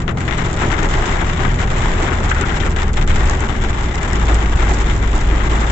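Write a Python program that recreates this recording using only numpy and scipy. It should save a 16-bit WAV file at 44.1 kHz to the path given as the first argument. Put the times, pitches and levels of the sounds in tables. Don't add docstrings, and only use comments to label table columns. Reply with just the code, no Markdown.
import sys
import numpy as np
from scipy import signal
from scipy.fft import rfft, irfft, next_fast_len
from scipy.io import wavfile
from scipy.ndimage import map_coordinates

SR = 44100
rng = np.random.default_rng(int(sys.argv[2]) if len(sys.argv) > 2 else 0)


def ratio(d):
    e = np.asarray(d, float) / 20
    return 10 ** e


def transcribe(u):
    v = np.clip(np.atleast_2d(u).T, -1, 1)
    q = np.round(v * 32767).astype(np.int16)
    wavfile.write(sys.argv[1], SR, q)


N = 251811


def unit(x):
    return x / np.sqrt(np.mean(x ** 2) + 1e-20)


def along(points, hz):
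    f, v = np.transpose(points)
    return np.interp(np.log(hz + 1), np.log(f + 1), v)


def curves(rows):
    s, *columns = np.transpose(rows)
    return [np.interp(np.arange(N) / SR, s, column) for column in columns]


def wobble(rate):
    knots = rng.standard_normal(int(N * rate / SR) + 4)
    return map_coordinates(knots, [np.arange(N) * rate / SR])


def filtered(x, response):
    m = next_fast_len(N + 8192)
    return irfft(rfft(x, m) * response(np.fft.rfftfreq(m, 1 / SR)), m)[..., :N]


# frequency in Hz, left-right likeness 0-1.
LIKENESS = [(60, .995), (200, .95), (400, .82), (600, .38), (780, .58), (1200, .08), (1700, .5),
            (2200, .28), (3500, .25), (6000, .07)]
# frequency in Hz, lag in radians.
LEFT_LAG = [(0, 0), (780, .45), (1100, .3), (1500, 3.6), (2850, 9.2), (4200, 14.8), (8000, 31)]


def field():
    def mid_side(hz):
        turn = np.arccos(np.clip(along(LIKENESS, hz), 0, 1)) / 2
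        return np.array([np.cos(turn), np.sin(turn)])

    def lag(hz):
        return np.exp(1j * np.outer([-1, 1], np.interp(hz, *np.transpose(LEFT_LAG)) / 2))

    mid, side = filtered(rng.standard_normal((2, N)), mid_side)
    return filtered(np.array([mid + side, mid - side]), lag)


def rush(spectrum):
    return unit(filtered(field(), lambda hz: ratio(along(spectrum, hz))))


# time in seconds, level in dB.
SHAKE_LEVEL = [(0, -24), (.76, -20), (1.85, -16), (2.2, -20.5), (2.8, -18), (3.25, -11.5), (3.4, -22.5),
               (3.55, -17.5), (4.2, -23), (4.69, -17.5), (5.71, -17.5)]
# frequency in Hz, density in dB per Hz.
TYRE_COLOUR = [(120, -30.5), (200, -2), (377, 0.5), (607, -2), (807, -4), (1900, -17.5), (2500, -28),
               (3250, -37), (5500, -120)]
HUM_COLOUR = [(35, -30.5), (60, -1.5), (194, -12), (295, -18.5), (377, -19), (450, -21.5), (580, -34.5),
              (990, -120)]
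SHAKE_COLOUR = [(8, -30), (15, -3), (30, 0), (38, -3), (46, -12), (70, -16), (100, -40), (150, -120)]


def road():
    roar_db = -34 + 0.1 * np.arange(N) / SR + 3 * wobble(3.17) + 0.92 * wobble(12)
    roar = ratio(roar_db) * rush(TYRE_COLOUR)
    hum = ratio(-23 + 1.1 * wobble(10)) * rush(HUM_COLOUR)
    shake_db, = curves(SHAKE_LEVEL)
    swing = unit(np.tanh(.9 * rush(SHAKE_COLOUR)))
    shake = ratio(shake_db + 1.1 * wobble(4.7)) * swing
    return roar + hum + shake


def tones(table, orders, unsteady_db, waver):
    hz, db = curves(table)
    turn, t = 2 * np.pi * np.cumsum(hz) / SR, np.arange(N) / SR
    total = 0
    for multiple, over_db, fade_db in orders:
        level = ratio(db + over_db + fade_db * t + unsteady_db * wobble(9))
        drift = waver * multiple ** 1.6 * wobble(9)
        total = total + level * np.sin(multiple * turn + drift)
    return np.sqrt(2) * total


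# time in seconds, firing rate in Hz, load in dB.
ENGINE_GLIDE = [(0, 85.2, -33), (1.2, 84.66, -30), (1.7, 83.02, -26.5), (3, 77.24, -23), (3.75, 74.96, -24),
                (4.1, 73.43, -34.5), (5.71, 71.87, -42.5)]
# multiple of the firing rate, dB over the load, drift in dB per second.
ENGINE_MULTIPLES = [(1, -2, 0.5), (1.5, 4, -4), (2, 2.5, -5.5), (2.85, -10.5, -0.43)]


def engine():
    return tones(ENGINE_GLIDE, ENGINE_MULTIPLES, unsteady_db=1.5, waver=.25)


# time in seconds, frequency in Hz, level in dB.
BOOM_GLIDE = [(0, 52.77, -29.5), (1, 52.66, -28.5), (2, 53.1, -31), (2.55, 54.94, -22),
              (2.85, 55.07, -29.5), (3.5, 54.92, -26), (4.05, 55.08, -25.5), (4.3, 54.18, -16),
              (4.8, 54, -20.5), (5.71, 54.1, -19)]
# multiple of the boom, dB over the boom, drift in dB per second.
BOOM_MULTIPLES = [(1, 0.5, 0.5), (1.82, -21.5, 2), (3, -19.5, 0.03)]


def boom():
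    return tones(BOOM_GLIDE, BOOM_MULTIPLES, unsteady_db=1, waver=.1)


def dying(energy, t60):
    return signal.lfilter([1], [1, -ratio(-120 / (max(t60, 1e-3) * SR))], energy)


# time in seconds, peak in dB, dull thud in dB.
LONE_STONES = [(.002, -22.5, 3), (0.079, -21.5, 3), (0.11, -31, -11), (.173, -20, 3), (.206, -22.5, 0.5),
               (.252, -25.5, -2), (0.279, -19, 2), (.3415, -37, -7.5), (2.762, -21.5, 3),
               (2.786, -18.5, -5.5), (2.819, -16, -1.5), (2.8798, -23.5, 1.5), (2.9328, -23, -5),
               (2.9705, -15.5, 0), (3.0129, -18, -7), (3.076, -21.5, -3), (3.923, -30, -11.5),
               (3.9567, -27, 0.5), (.31, -23.5, -1), (2.4103, -18.5, -1), (3.1084, -20, -4.5),
               (4.255, -23, -8.5)]
# time in seconds, peak in dB, dull thud in dB.
LARGE_STONES = [(0.398, -23, -8.5), (0.447, -21, 0), (0.5302, -22.5, -6), (0.62, -20.5, 10),
                (0.7157, -15.5, -4.5), (0.788, -18.5, -11.5), (1.4347, -22, 3.5), (.9398, -16, 2.5),
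                (1.0574, -16, -5), (1.0884, -23, 2.5), (1.2157, -19.5, 3), (1.6035, -18, -8.5),
                (1.7815, -18.5, -1), (2.024, -18, 3.5), (2.1392, -27, -13), (2.298, -17.5, -6.5),
                (2.5638, -20, -13.5), (2.6564, -20, 4.5), (3.1589, -20.5, -8), (3.296, -20.5, -1.5),
                (3.4043, -20, 0.5), (3.638, -21, 3.5), (4.0317, -24, 2), (4.898, -18.5, -5.5),
                (4.2975, -22, 9), (4.343, -23, -6.5), (4.6047, -17.5, 0), (4.693, -18.5, -0.5),
                (5.15, -19.5, -0.5), (5.5195, -24.5, 8.5)]
# time in seconds, level in dB.
SHOWER_LEVEL = [(0, -46.5), (.15, -50), (.2, -38), (.59, -30), (.78, -33), (1.08, -29), (1.26, -34),
                (1.86, -30), (2.29, -35), (2.5, -32), (2.89, -37), (3.16, -29), (3.44, -33.5), (3.82, -33),
                (4.23, -29.5), (5.02, -34), (5.39, -32), (5.71, -30.5)]
# start in seconds, end in
# seconds.
MIDDLING_LULLS = [(0, 0.33), (.47, 0.55), (1.5, 1.51), (2.22, 1.97), (2.72, 3.4), (3.87, 4.54)]
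# start in seconds, end in seconds.
SMALL_GAPS = [(1.56, 1.57), (2.265, 1.97), (2.895, 2.95), (3.04, 3.073), (3.885, 3.84)]


def stones():
    shower_db, = curves(SHOWER_LEVEL)

    slots = 175
    s = (np.arange(slots) + rng.random(slots)) / slots * (N - 1) / SR
    size, thud = rng.standard_normal((2, slots))
    silent = np.any([(s > a) & (s < b) for a, b in np.vstack([MIDDLING_LULLS, SMALL_GAPS])], axis=0)
    swing_db = shower_db[(s * SR).astype(int)] - shower_db.mean()
    db = -24 + .1 * swing_db + 2 * np.clip(size, -1.5, 1)
    thud_db = 4.5 * np.clip(thud, -2, 1) + 0.5
    middling = np.array([s, np.where(silent, -90, db), thud_db])

    s, db, thud_db = np.hstack([np.transpose(LONE_STONES), np.transpose(LARGE_STONES), middling])
    pan_db = 3 - s + 5.5 * rng.standard_normal(len(s))
    big = np.array([s * SR, db - 7.5, thud_db - 0.5, pan_db])

    early, late = rng.random((2, len(s)))
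    before = big + [[-.002 * SR], [-6], [0], [0]] - np.outer([.008 * SR, 0, 0, 0], early)
    after = big + [[.003 * SR], [-2], [0], [0]] + np.outer([.014 * SR, 0, 0, 0], late)
    before[1, :len(LONE_STONES)] = -90

    count = 2200
    at = rng.random(count) * (N - 1)
    small_db = shower_db[at.astype(int)] - 7 - 3 * np.log(rng.random(count) + .04)
    in_gap = np.any([(at > (a - .02) * SR) & (at < b * SR) for a, b in SMALL_GAPS], axis=0)
    thud, pan = rng.standard_normal((2, count))
    small = np.array([at, small_db - 8.5 * in_gap, 2.5 * thud, 1.5 * pan])
    return np.hstack([big, before, after, small])


# band centre in Hz, t60 in seconds, share of the thud (1 all, below 0 reversed), crack in
# dB.
CABIN_BANDS = [
    (753, 0.2, 1, 0.5),
    (1780, 0.12, 0.4, 5.5),
    (3290, 0.064, 0, 6.5),
    (6460, 0.057, -.2, 5.5),
]
# frequency in Hz, density in dB per Hz.
PANEL_COLOUR = [(210, -9.5), (350, -2), (383, -2.5), (459, -10), (571, -9), (798, -7), (993, -9),
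                (1990, -9), (2510, -16.5), (3550, -15), (4660, -25), (6110, -21), (7220, -16.5),
                (7600, -20), (9880, -43.5), (16700, -120)]


def hail():
    at, db, thud_db, pan_db = stones()
    at = np.clip(at, 0, N - 1).astype(int)
    noise, out = field(), 0
    centres = [row[0] for row in CABIN_BANDS]
    sharp = ratio(4 * np.clip(rng.standard_normal(len(at)), -2, 1.5))
    for k, (_, t60, share, crack_db) in enumerate(CABIN_BANDS):
        spot_db = 1.97 * rng.standard_normal((2, len(at)))
        power = ratio(2 * (db + share * thud_db + np.outer([.5, -.5], pan_db) + spot_db))
        energy = np.array([np.bincount(at, p, N) for p in power])
        cracks = np.array([np.bincount(at, p * sharp, N) for p in power])
        ring = np.abs(dying(energy, t60) - .9 * dying(energy, .035))
        shape = np.sqrt(ring + ratio(crack_db) * dying(cracks, 0.013))
        band = np.column_stack([centres, np.eye(len(centres))[k]])
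        out = out + filtered(shape * noise, lambda hz: np.sqrt(along(band, hz)))
    treble = filtered(noise, lambda hz: ratio(along(PANEL_COLOUR, hz)) * (hz > 2500))
    return ratio(-5.5) * filtered(out, lambda hz: ratio(along(PANEL_COLOUR, hz))) / np.std(treble)


def bursts(events, t60):
    s, db = np.transpose(events)
    energy = np.bincount((s * SR).astype(int), ratio(2 * db), N)
    return np.sqrt(dying(energy, t60)) * rng.standard_normal((2, N))


# time in seconds, peak in dB.
ICE_TICKS = [(.382, -22), (.459, -21), (.5307, -20), (.6195, -24), (.79, -24), (.831, -19), (1.093, -18.5),
             (1.1253, -26), (1.3586, -34), (1.6067, -29), (1.9584, -23.5), (2.2583, -22), (2.4119, -13),
             (2.765, -21), (2.8818, -25), (2.9325, -17), (3.158, -23), (3.2745, -22.5), (3.2979, -13),
             (3.4057, -18), (3.8911, -26), (3.9557, -19), (4.031, -16.5), (4.132, -16), (4.2545, -19),
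             (4.345, -15), (4.562, -25), (4.787, -27), (5.1791, -18), (5.2101, -18)]


def ticks():
    when, size = rng.random((2, 60))
    faint = np.column_stack([0.23 + when * (N / SR - .4), -35 + 6 * (size - .5)])
    clicks = bursts(np.vstack([ICE_TICKS, faint]), 0.0098)
    return ratio(4) * filtered(clicks, lambda hz: np.clip((hz - 2500) / 4500, 0, 1))


# time in seconds, peak in dB.
ROOF_LUMPS = [(0.5786, -17.5), (0.6394, -18.5), (1.5958, -17), (2.2962, -17), (2.3146, -4), (2.437, -11),
              (2.6324, -15), (2.6633, -13.5), (3.1637, -17), (5.4186, -14.5)]
# frequency in Hz, density in dB per Hz.
SPRAY_COLOUR = [(500, -31.5), (900, -14.5), (1400, 6), (2100, -5), (3500, -16), (6000, -120)]


def lumps():
    return ratio(1.5) * filtered(bursts(ROOF_LUMPS, 0.069), lambda hz: ratio(along(SPRAY_COLOUR, hz)))


# time in seconds, level in dB.
PASSING_LEVEL = [
    (1.9, -55),
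    (2.2, -39.5),
    (2.36, -27.5),
    (2.5, -31.5),
    (2.8, -44.5),
]


def passing():
    near_db = np.interp(np.arange(N) / SR, *np.transpose(PASSING_LEVEL), left=-90, right=-90)
    return ratio(near_db + 1.1 * wobble(25)) * rush(SPRAY_COLOUR)


def scene():
    return road() + engine() + boom() + hail() + ticks() + lumps() + passing()


def low_pass(x):
    return signal.sosfilt(signal.butter(12, 9060, fs=SR, output="sos"), x)


# frequency in Hz, left over right in dB.
MICROPHONE_TILT = [(60, 0.5), (230, 2), (570, -0.5), (890, 0), (1400, 7.5), (2200, 10.5), (3400, 11),
                   (4200, -1.5), (4700, -4.5), (6000, -3), (7400, -12), (8200, -16.5), (9000, -6.5)]


def record(dry):
    def microphones(hz):
        tilt = ratio(np.outer([.5, -.5], along(MICROPHONE_TILT, hz)))
        slope_db = -.075 * np.clip(hz - 7785, 0, None)
        leak_db = -60 - .004 * (hz - 9000)
        return tilt * ratio(np.maximum(slope_db, leak_db))

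    x = filtered(dry, microphones)
    mix = x / (1 + np.abs(x / .9) ** 6) ** (1 / 6)
    return low_pass(mix)


dry = scene()
out = record(dry)
transcribe(out)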